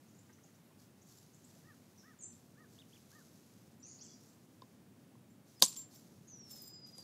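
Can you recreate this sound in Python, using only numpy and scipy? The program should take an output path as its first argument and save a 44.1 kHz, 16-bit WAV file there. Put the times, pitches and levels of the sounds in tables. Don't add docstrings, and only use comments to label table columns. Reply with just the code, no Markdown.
import sys
import numpy as np
from scipy import signal
from scipy.fft import rfft, irfft, next_fast_len
from scipy.io import wavfile
from scipy.ndimage import uniform_filter1d

SR = 44100
rng = np.random.default_rng(int(sys.argv[2]) if len(sys.argv) > 2 else 0)


def master(y):
    cut = np.clip(np.atleast_2d(y).T, -1, 1)
    pcm = np.round(cut * 32767)
    wavfile.write(sys.argv[1], SR, pcm.astype(np.int16))


def how_loud(loudness_db):
    steps = np.asarray(loudness_db, float) / 20
    return 10 ** steps


N = 310023
TIME = np.arange(N) / SR


def colour(x, points):
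    hz, db = np.transpose(points)
    size = next_fast_len(N)
    log_hz = np.log(np.arange(size // 2 + 1) * SR / size + 1)
    gain = how_loud(np.interp(log_hz, np.log(hz), db, right=-90))
    y = irfft(rfft(x, size) * gain, size)[:N]
    return y / np.std(y)


def walk(rate):
    k = int(SR / rate)
    held = np.repeat(rng.standard_normal(N // k + 1), k)
    return 1.24 * uniform_filter1d(uniform_filter1d(held, k), k)[:N]


def butter(x, order, hz, kind):
    return signal.sosfilt(signal.butter(order, hz, kind, fs=SR, output="sos"), x)


def add(out, s, sound):
    i = int(s * SR)
    out[i:i + len(sound)] += sound[:N - i]


def ring(modes, push_s):
    t = TIME[:int(SR * max(t60 for _, _, t60 in modes))]
    swell = np.clip(t / push_s, 0, 1) ** 2
    return swell * sum(how_loud(db - 60 * t / t60) * np.sin(2 * np.pi * hz * t) for hz, db, t60 in modes)


def echoes(x, t60, wall_s, wall_db):
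    t = TIME[:SR // 2]
    tail = rng.standard_normal(len(t)) * how_loud(-60 * t / t60) * np.clip(t / .015, 0, 1)
    tail = tail / np.sqrt(np.sum(tail ** 2))
    tail[int(wall_s * SR)] += how_loud(wall_db)
    return signal.fftconvolve(x, tail)[:N]


def note(length, start_hz, mid_hz, end_hz, orders):
    u = np.linspace(0, 1, int(length * SR))
    hz = np.polyval(np.polyfit([0, .5, 1], [start_hz, mid_hz, end_hz], 2), u)
    phase = 2 * np.pi * np.cumsum(hz) / SR
    return np.sin(np.pi * u) ** 0.47 * sum(how_loud(db) * np.sin(k * phase) for k, db in orders)


def sing(table, orders):
    out = np.zeros(N)
    for s, length, *hz, db in table:
        add(out, s, how_loud(db) * note(length, *hz, orders=orders))
    return out


def glides(table, bow):
    return [(s, length, a, (a + b) / 2 + bow * abs(b - a), b, db) for s, length, a, b, db in table]


def repeats(table, length, start, end):
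    return [(s, length, start * hz, hz, end * hz, db) for s, hz, db in table]


def yard():
    # (frequency [Hz], density [dB per Hz])
    rumble = [(18, -78.5), (30, -48), (53, -32), (73, -21), (98, -2.5), (225, -1.5), (257, -2.5), (285, -6),
              (352, -8.5), (434, -13), (1030, -21.5), (4130, -29.5), (7160, -30), (15700, -33)]
    bed = colour(rng.standard_normal(N), rumble)
    low = signal.sosfiltfilt(signal.butter(2, 700, fs=SR, output="sos"), bed)
    low_level = how_loud(0.81 * walk(0.54) + 0.65 * walk(4.4))
    high_level = how_loud(0.44 * walk(3.8))
    return how_loud(-63.5) * (low * low_level + (bed - low) * high_level)


def rustle():
    # (frequency [Hz], density [dB per Hz])
    cloth = [(600, -0.5), (2500, -9), (4000, 3), (6500, 7.5), (9000, -2.5), (12000, 2), (15750, -10.5)]
    # (start [s], held [s], level [dB])
    moves = [(0, .55, -85.5), (.8, .035, -77), (.98, .1, -84), (1.095, .09, -74), (1.22, .9, -82),
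             (1.48, .12, -84), (2.33, .04, -79), (2.4, .34, -84), (2.73, .06, -77.5), (2.89, .12, -78),
             (3.11, .17, -75.5), (3.02, 0.066, -85), (3.34, .2, -79), (3.58, .15, -83), (4.21, .08, -78),
             (4.33, .42, -86), (5.0, .08, -89), (5.485, .012, -76.5), (5.54, .005, -82), (5.92, .04, -72),
             (6.0, .08, -80), (6.12, .38, -83), (6.503, .08, -70), (6.6, .09, -75.5), (6.868, .02, -73.5),
             (6.9, .07, -89), (6.979, .06, -71)]
    rise_db_s, fall_db_s = 500, 200
    level = np.zeros(N)
    for s, held, db in moves:
        before = np.clip(s - TIME, 0, 1)
        after = np.clip(TIME - s - held, 0, 1)
        level += how_loud(db - rise_db_s * before - fall_db_s * after)
    grains = rng.standard_normal(N) * how_loud(2.2 * walk(500))
    return how_loud(6.5) * level * colour(grains, cloth)


def hoarse_birds():
    # (time [s], middle pitch [Hz], level [dB])
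    chatter = [(.08, 6270, -72), (.14, 6800, -72), (.18, 7100, -71), (.325, 6350, -69.5), (.43, 6540, -68),
               (.545, 6360, -71), (1.012, 6550, -70), (1.055, 6900, -71), (1.08, 7300, -76),
               (1.335, 7040, -66.5), (1.435, 7280, -66)]
    # (time [s], length [s], start pitch [Hz], end pitch [Hz], level [dB])
    scolds = [(3.855, 0.12, 6750, 6620, -61), (3.82, 0.16, 4630, 4780, -74), (3.85, 0.059, 9100, 8900, -74),
              (3.87, 0.1, 5900, 5620, -71), (3.985, 0.048, 4660, 5050, -63.5),
              (4.035, 0.043, 7650, 7050, -63.5), (4.003, 0.033, 5560, 6150, -57),
              (4.03, .13, 6320, 5620, -66.5), (4.04, 0.1, 5310, 5110, -74),
              (4.05, 0.118, 4750, 4900, -69.5), (4.07, 0.13, 7230, 6660, -75),
              (4.17, 0.14, 5600, 6000, -78), (4.22, .1, 6550, 7700, -81)]
    notes = glides(scolds, bow=0.048) + repeats(chatter, length=.022, start=.85, end=1.15)
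    return sing(notes, orders=[(1, 3)]) * (.4 + walk(1400))


def pad_knocks():
    # (time [s], level [dB], centre frequency [Hz], t60 [s])
    knocks = [(.29, -59.5, 1750, 0.046), (.295, -63, 780, 0.047), (.38, -61, 1600, 0.035),
              (0.436, -64, 640, 0.08), (.48, -64, 1650, .04), (.70, -65, 800, 0.07),
              (1.55, -60, 560, 0.057)]
    out = np.zeros(N)
    for s, db, hz, t60 in knocks:
        modes = [(hz * k, 0, 1.6 * t60) for k in rng.uniform(.7, 1.35, size=8)]
        add(out, s, how_loud(db - 6) * ring(modes, push_s=.008))
    return out


def small_birds():
    # (time [s], length [s], start pitch [Hz], end pitch [Hz], level [dB])
    chirps = [(.58, .14, 12900, 10900, -85), (1.974, 0.04, 6200, 5150, -65), (1.99, .035, 6800, 6200, -74),
              (3.795, .035, 6950, 7850, -73.5), (3.826, 0.05, 5650, 7100, -55),
              (4.005, .036, 5400, 7900, -58), (4.28, .04, 7500, 7600, -77), (5.475, 0.032, 4470, 6800, -83),
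              (6.275, 0.048, 6800, 6400, -61.5)]
    # (time [s], length [s], start pitch [Hz], end pitch [Hz], level [dB])
    swoops = [(2.187, .072, 7370, 6220, -59)]
    # (time [s], lowest pitch [Hz], level [dB])
    dips = [
        (2.21, 7200, -51.5),
        (2.22, 7910, -59.5),
    ]
    notes = glides(chirps, bow=-.08) + glides(swoops, bow=-.4)
    notes += repeats(dips, length=.065, start=1.21, end=1.15)
    return sing(notes, orders=[(1, 3)]) * (.8 + .6 * walk(600))


def tip_touches():
    # (frequency [Hz], level [dB], t60 [s])
    tip = [(7345, -2, 0.2), (10150, -22.5, .15), (14290, -9, 0.13), (14475, -10.5, 0.16), (14600, -15, .11)]
    # (time [s], level [dB], brightness of the modes above 9 kHz [dB])
    touches = [(1.17, -62, -8), (5.30, -70, -6), (5.624, -40, 0), (5.677, -40, -1), (5.7694, -38, -4.5),
               (5.794, -40.5, -14), (5.94, -68, 13), (5.956, -60, 8), (6.01, -74.5, 3.5), (6.509, -50, 6),
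               (6.556, -66, 18), (6.616, -55.5, 12.5), (6.651, -60, 8), (6.671, -57, 10),
               (6.733, -54.5, -11.5), (6.956, -76, 3)]
    out = np.zeros(N)
    for s, db, bright_db in touches:
        modes = [(hz, d + bright_db * (hz > 9000), t60) for hz, d, t60 in tip]
        add(out, s, how_loud(db) * ring(modes, push_s=.002))
    return out


def crow():
    # (time [s], top pitch [Hz], level [dB])
    caws = [(1.62, 632, -67.5), (2.025, 644, -66.5), (2.55, 628, -67.5), (3.105, 616, -66.5)]
    # (multiple of the pitch, level [dB])
    caw_orders = [(2, 0), (3, 0)]
    # (low edge [Hz], high edge [Hz])
    throat_hz = (1240, 2200)
    voice = sing(repeats(caws, length=.13, start=0.69, end=0.61), caw_orders)
    return butter(voice * (1.09 + .5 * walk(250)), 3, throat_hz, "bandpass")


def near_caller():
    # (time [s], length [s], top pitch [Hz], level [dB])
    arch_table = [(2.779, 0.049, 3735, -61.5), (2.921, 0.053, 3500, -66), (3.993, .088, 3420, -74)]
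    # (time [s], length [s], start pitch [Hz], end pitch [Hz], level [dB])
    calls = [(3.835, 0.051, 2800, 2200, -77), (4.07, 0.072, 3420, 3350, -74),
             (5.555, .04, 5160, 4930, -68.5)]
    arches = [(s, length, .68 * hz, hz, .62 * hz, db) for s, length, hz, db in arch_table]
    return sing(glides(calls, bow=.2) + arches, orders=[(1, 3)]) * (.9 + .4 * walk(500))


def blows():
    # (time [s], stone level [dB], handle level [dB], pad level [dB])
    contacts = [(4.6188, -42.5, -42.5, -64), (5.151, -77, -55.5, -78), (5.6149, -46.5, -47, -49.5),
                (5.6192, -49.5, -50.5, -42.5), (5.661, -40, -54, -65), (6.544, -73.5, -68.5, -64),
                (6.9815, -56, -56, -59.5)]
    crack = (5.6223, -2, -22, -31)
    # (frequency [Hz], level [dB], t60 [s])
    core = [(1650, -18, .014), (2930, -14, .014), (3700, -1, .018), (4050, -6, .012), (4500, 1, .011),
            (5130, -1, .012), (5950, -12, .01), (6850, -8, .011), (8450, -7, .010), (10900, -12, .008),
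            (11800, -4, .010), (12500, -11, .009), (14300, -15, .011), (15200, -19, .009)]
    # (frequency [Hz], level [dB], t60 [s])
    billet = [(966, -7, 0.038), (1028, 3.5, 0.033), (1645, -11.5, 0.017), (2370, -20, 0.01)]
    # (frequency [Hz], level [dB], t60 [s])
    pad = [(196, 1, 0.077), (271, -2, 0.062), (367, -4.5, 0.055), (532, 5.5, 0.044), (780, 3, 0.044)]
    # (frequency [Hz], level [dB], t60 [s])
    snap = [(3300, -14, .008), (4400, -4.5, .007), (11800, -15, .005), (14300, -24, .006)]
    soft_dull = .25
    out = np.zeros(N)
    for s, stone_db, handle_db, pad_db in contacts + [crack]:
        stone = [(hz, db + soft_dull * stone_db * (hz > 6500), t60) for hz, db, t60 in core]
        add(out, s, how_loud(stone_db - 8) * ring(stone, push_s=.0009))
        add(out, s, how_loud(handle_db) * ring(billet, push_s=0.0047))
        add(out, s, how_loud(pad_db) * ring(pad, push_s=0.0023))
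    add(out, 5.62274, ring(snap, push_s=.0004))
    return out


def grit_fall():
    # (frequency [Hz], density [dB per Hz])
    grit_points = [(590, -45), (1000, -9), (1570, -26), (3590, -8.5), (7510, -1.5), (12300, -11.5),
                   (13200, -27.5), (14800, -18), (15700, -37.5)]
    # (time [s], level [dB], t60 [s])
    bursts = [(5.596, -58, 0.46), (5.6184, -41, .2), (5.6225, -21, 0.082), (5.764, -51, 0.053),
              (6.506, -56, .08), (6.981, -54, 0.05)]
    fall = sum((TIME > s) * how_loud(db - 60 * np.abs(TIME - s) / t60) for s, db, t60 in bursts)
    patter = walk(800)
    grit = colour(rng.standard_normal(N) * how_loud(1.6 * patter), grit_points)
    start, stop = 5.64, 5.82
    trickle_db = -48 - 60.5 * (TIME - start) - 250 * np.clip(TIME - stop, 0, 1)
    heaps = how_loud(2.5 * uniform_filter1d(patter, size=300))
    trickle = (TIME > start) * how_loud(trickle_db) * heaps
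    dust = butter(grit, 1, 7500, "lowpass")
    return fall * grit + trickle * dust


def shards():
    # (time [s], level [dB], frequency [Hz])
    loose = [(5.6239, -18, 3720), (5.6247, -13.5, 6500), (5.6283, -14, 6100), (5.631, -25.5, 6200),
             (5.636, -20.5, 7600), (5.637, -14.5, 5900), (5.636, -25, 12000), (5.6402, -16, 6180),
             (5.644, -23, 4760), (5.647, -25, 10200), (5.650, -22, 7600), (5.653, -21.5, 7700),
             (5.661, -22.5, 8000)]
    # (time [s], level [dB], frequency [Hz])
    landings = [(5.682, -40, 4570), (5.768, -46, 5340), (5.9566, -52, 5500), (5.99, -62.5, 5000),
                (6.51, -52, 10500), (6.62, -46, 12000), (6.679, -48, 8620), (6.873, -56.5, 11500),
                (6.9815, -47, 11000), (7.024, -57, 5900)]
    out = np.zeros(N)
    for pieces, t60 in [(loose, .014), (landings, .024)]:
        for s, db, hz in pieces:
            modes = [(hz, -3, t60), (0.89 * hz, -7, 0.7 * t60), (0.61 * hz, -14, .5 * t60)]
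            add(out, s, how_loud(db) * ring(modes, push_s=0.00037))
    return out


def whistler():
    # (time [s], pitch [Hz], level [dB])
    contour = [(6.27, 6373, -71), (6.338, 5974, -56), (6.452, 5462, -61), (6.62, 4993, -58.5),
               (6.744, 4986, -51.5), (6.802, 4963, -66), (6.838, 4919, -54), (6.96, 4891, -63.5),
               (7.03, 4727, -56)]
    s, hz, db = np.transpose(contour)
    phase = 2 * np.pi * np.cumsum(np.interp(TIME, s, hz)) / SR
    return how_loud(2.5 + np.interp(TIME, s, db, left=-140) + 3.0 * walk(90)) * np.sin(phase)


def birds():
    small = hoarse_birds() + small_birds()
    callers = crow() + near_caller()
    whistle = whistler()
    hedge = how_loud(-2) * echoes(small, t60=0.31, wall_s=0.11, wall_db=-19)
    far = how_loud(-7) * echoes(how_loud(-6) * callers + whistle, t60=.35, wall_s=.045, wall_db=-15)
    return small + callers + whistle + hedge + far


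def stone_work():
    work = pad_knocks() + tip_touches() + blows() + grit_fall() + shards()
    work = butter(work, 2, 120, "highpass")
    bright = butter(work, 1, 1400, "highpass")
    return work + how_loud(-20.5) * echoes(bright, t60=0.19, wall_s=0.0083, wall_db=-7.5)


def scene():
    return (yard() + rustle() + birds() + stone_work())[None]


def thin_treble(x, margin_db, from_hz):
    hz, _, z = signal.stft(x, SR, nperseg=2048, noverlap=1024)
    power = np.abs(z[:1024].reshape(64, 16, -1)) ** 2 + 1e-18
    band_db = 10 * np.log10(power.sum(axis=1, keepdims=True))
    band_hz = hz[:1024:16, None, None]
    masker_db = np.maximum.accumulate(np.where(band_hz > 4400, band_db, -200), axis=0)
    margin_db = margin_db + 20 * (masker_db > -44)
    floor_db = masker_db - margin_db + 2.5 * rng.standard_normal(band_db.shape)
    keep = (10 * np.log10(power) > floor_db) | (band_hz < from_hz)
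    z[:1024] *= np.where(keep, 1, how_loud(-30)).reshape(1024, -1)
    return signal.istft(z, SR, nperseg=2048, noverlap=1024)[1][:N]


def top_cut(x):
    return signal.sosfilt(signal.butter(12, 16830, fs=SR, output="sos"), x)


def record(dry):
    # (start [s], end [s])
    gap = (5.6102, 5.6157)
    rounded = .8 * np.tanh(dry[0] / .8)
    limited = signal.sosfilt(signal.ellip(8, .2, 70, 16700, fs=SR, output="sos"), rounded)
    thin = thin_treble(limited, margin_db=38, from_hz=7600)
    gate = np.where((TIME > gap[0]) & (TIME < gap[1]), how_loud(-40), 1)
    mix = thin * uniform_filter1d(gate, size=40)
    return top_cut(mix[None])


dry = scene()
out = record(dry)
master(out)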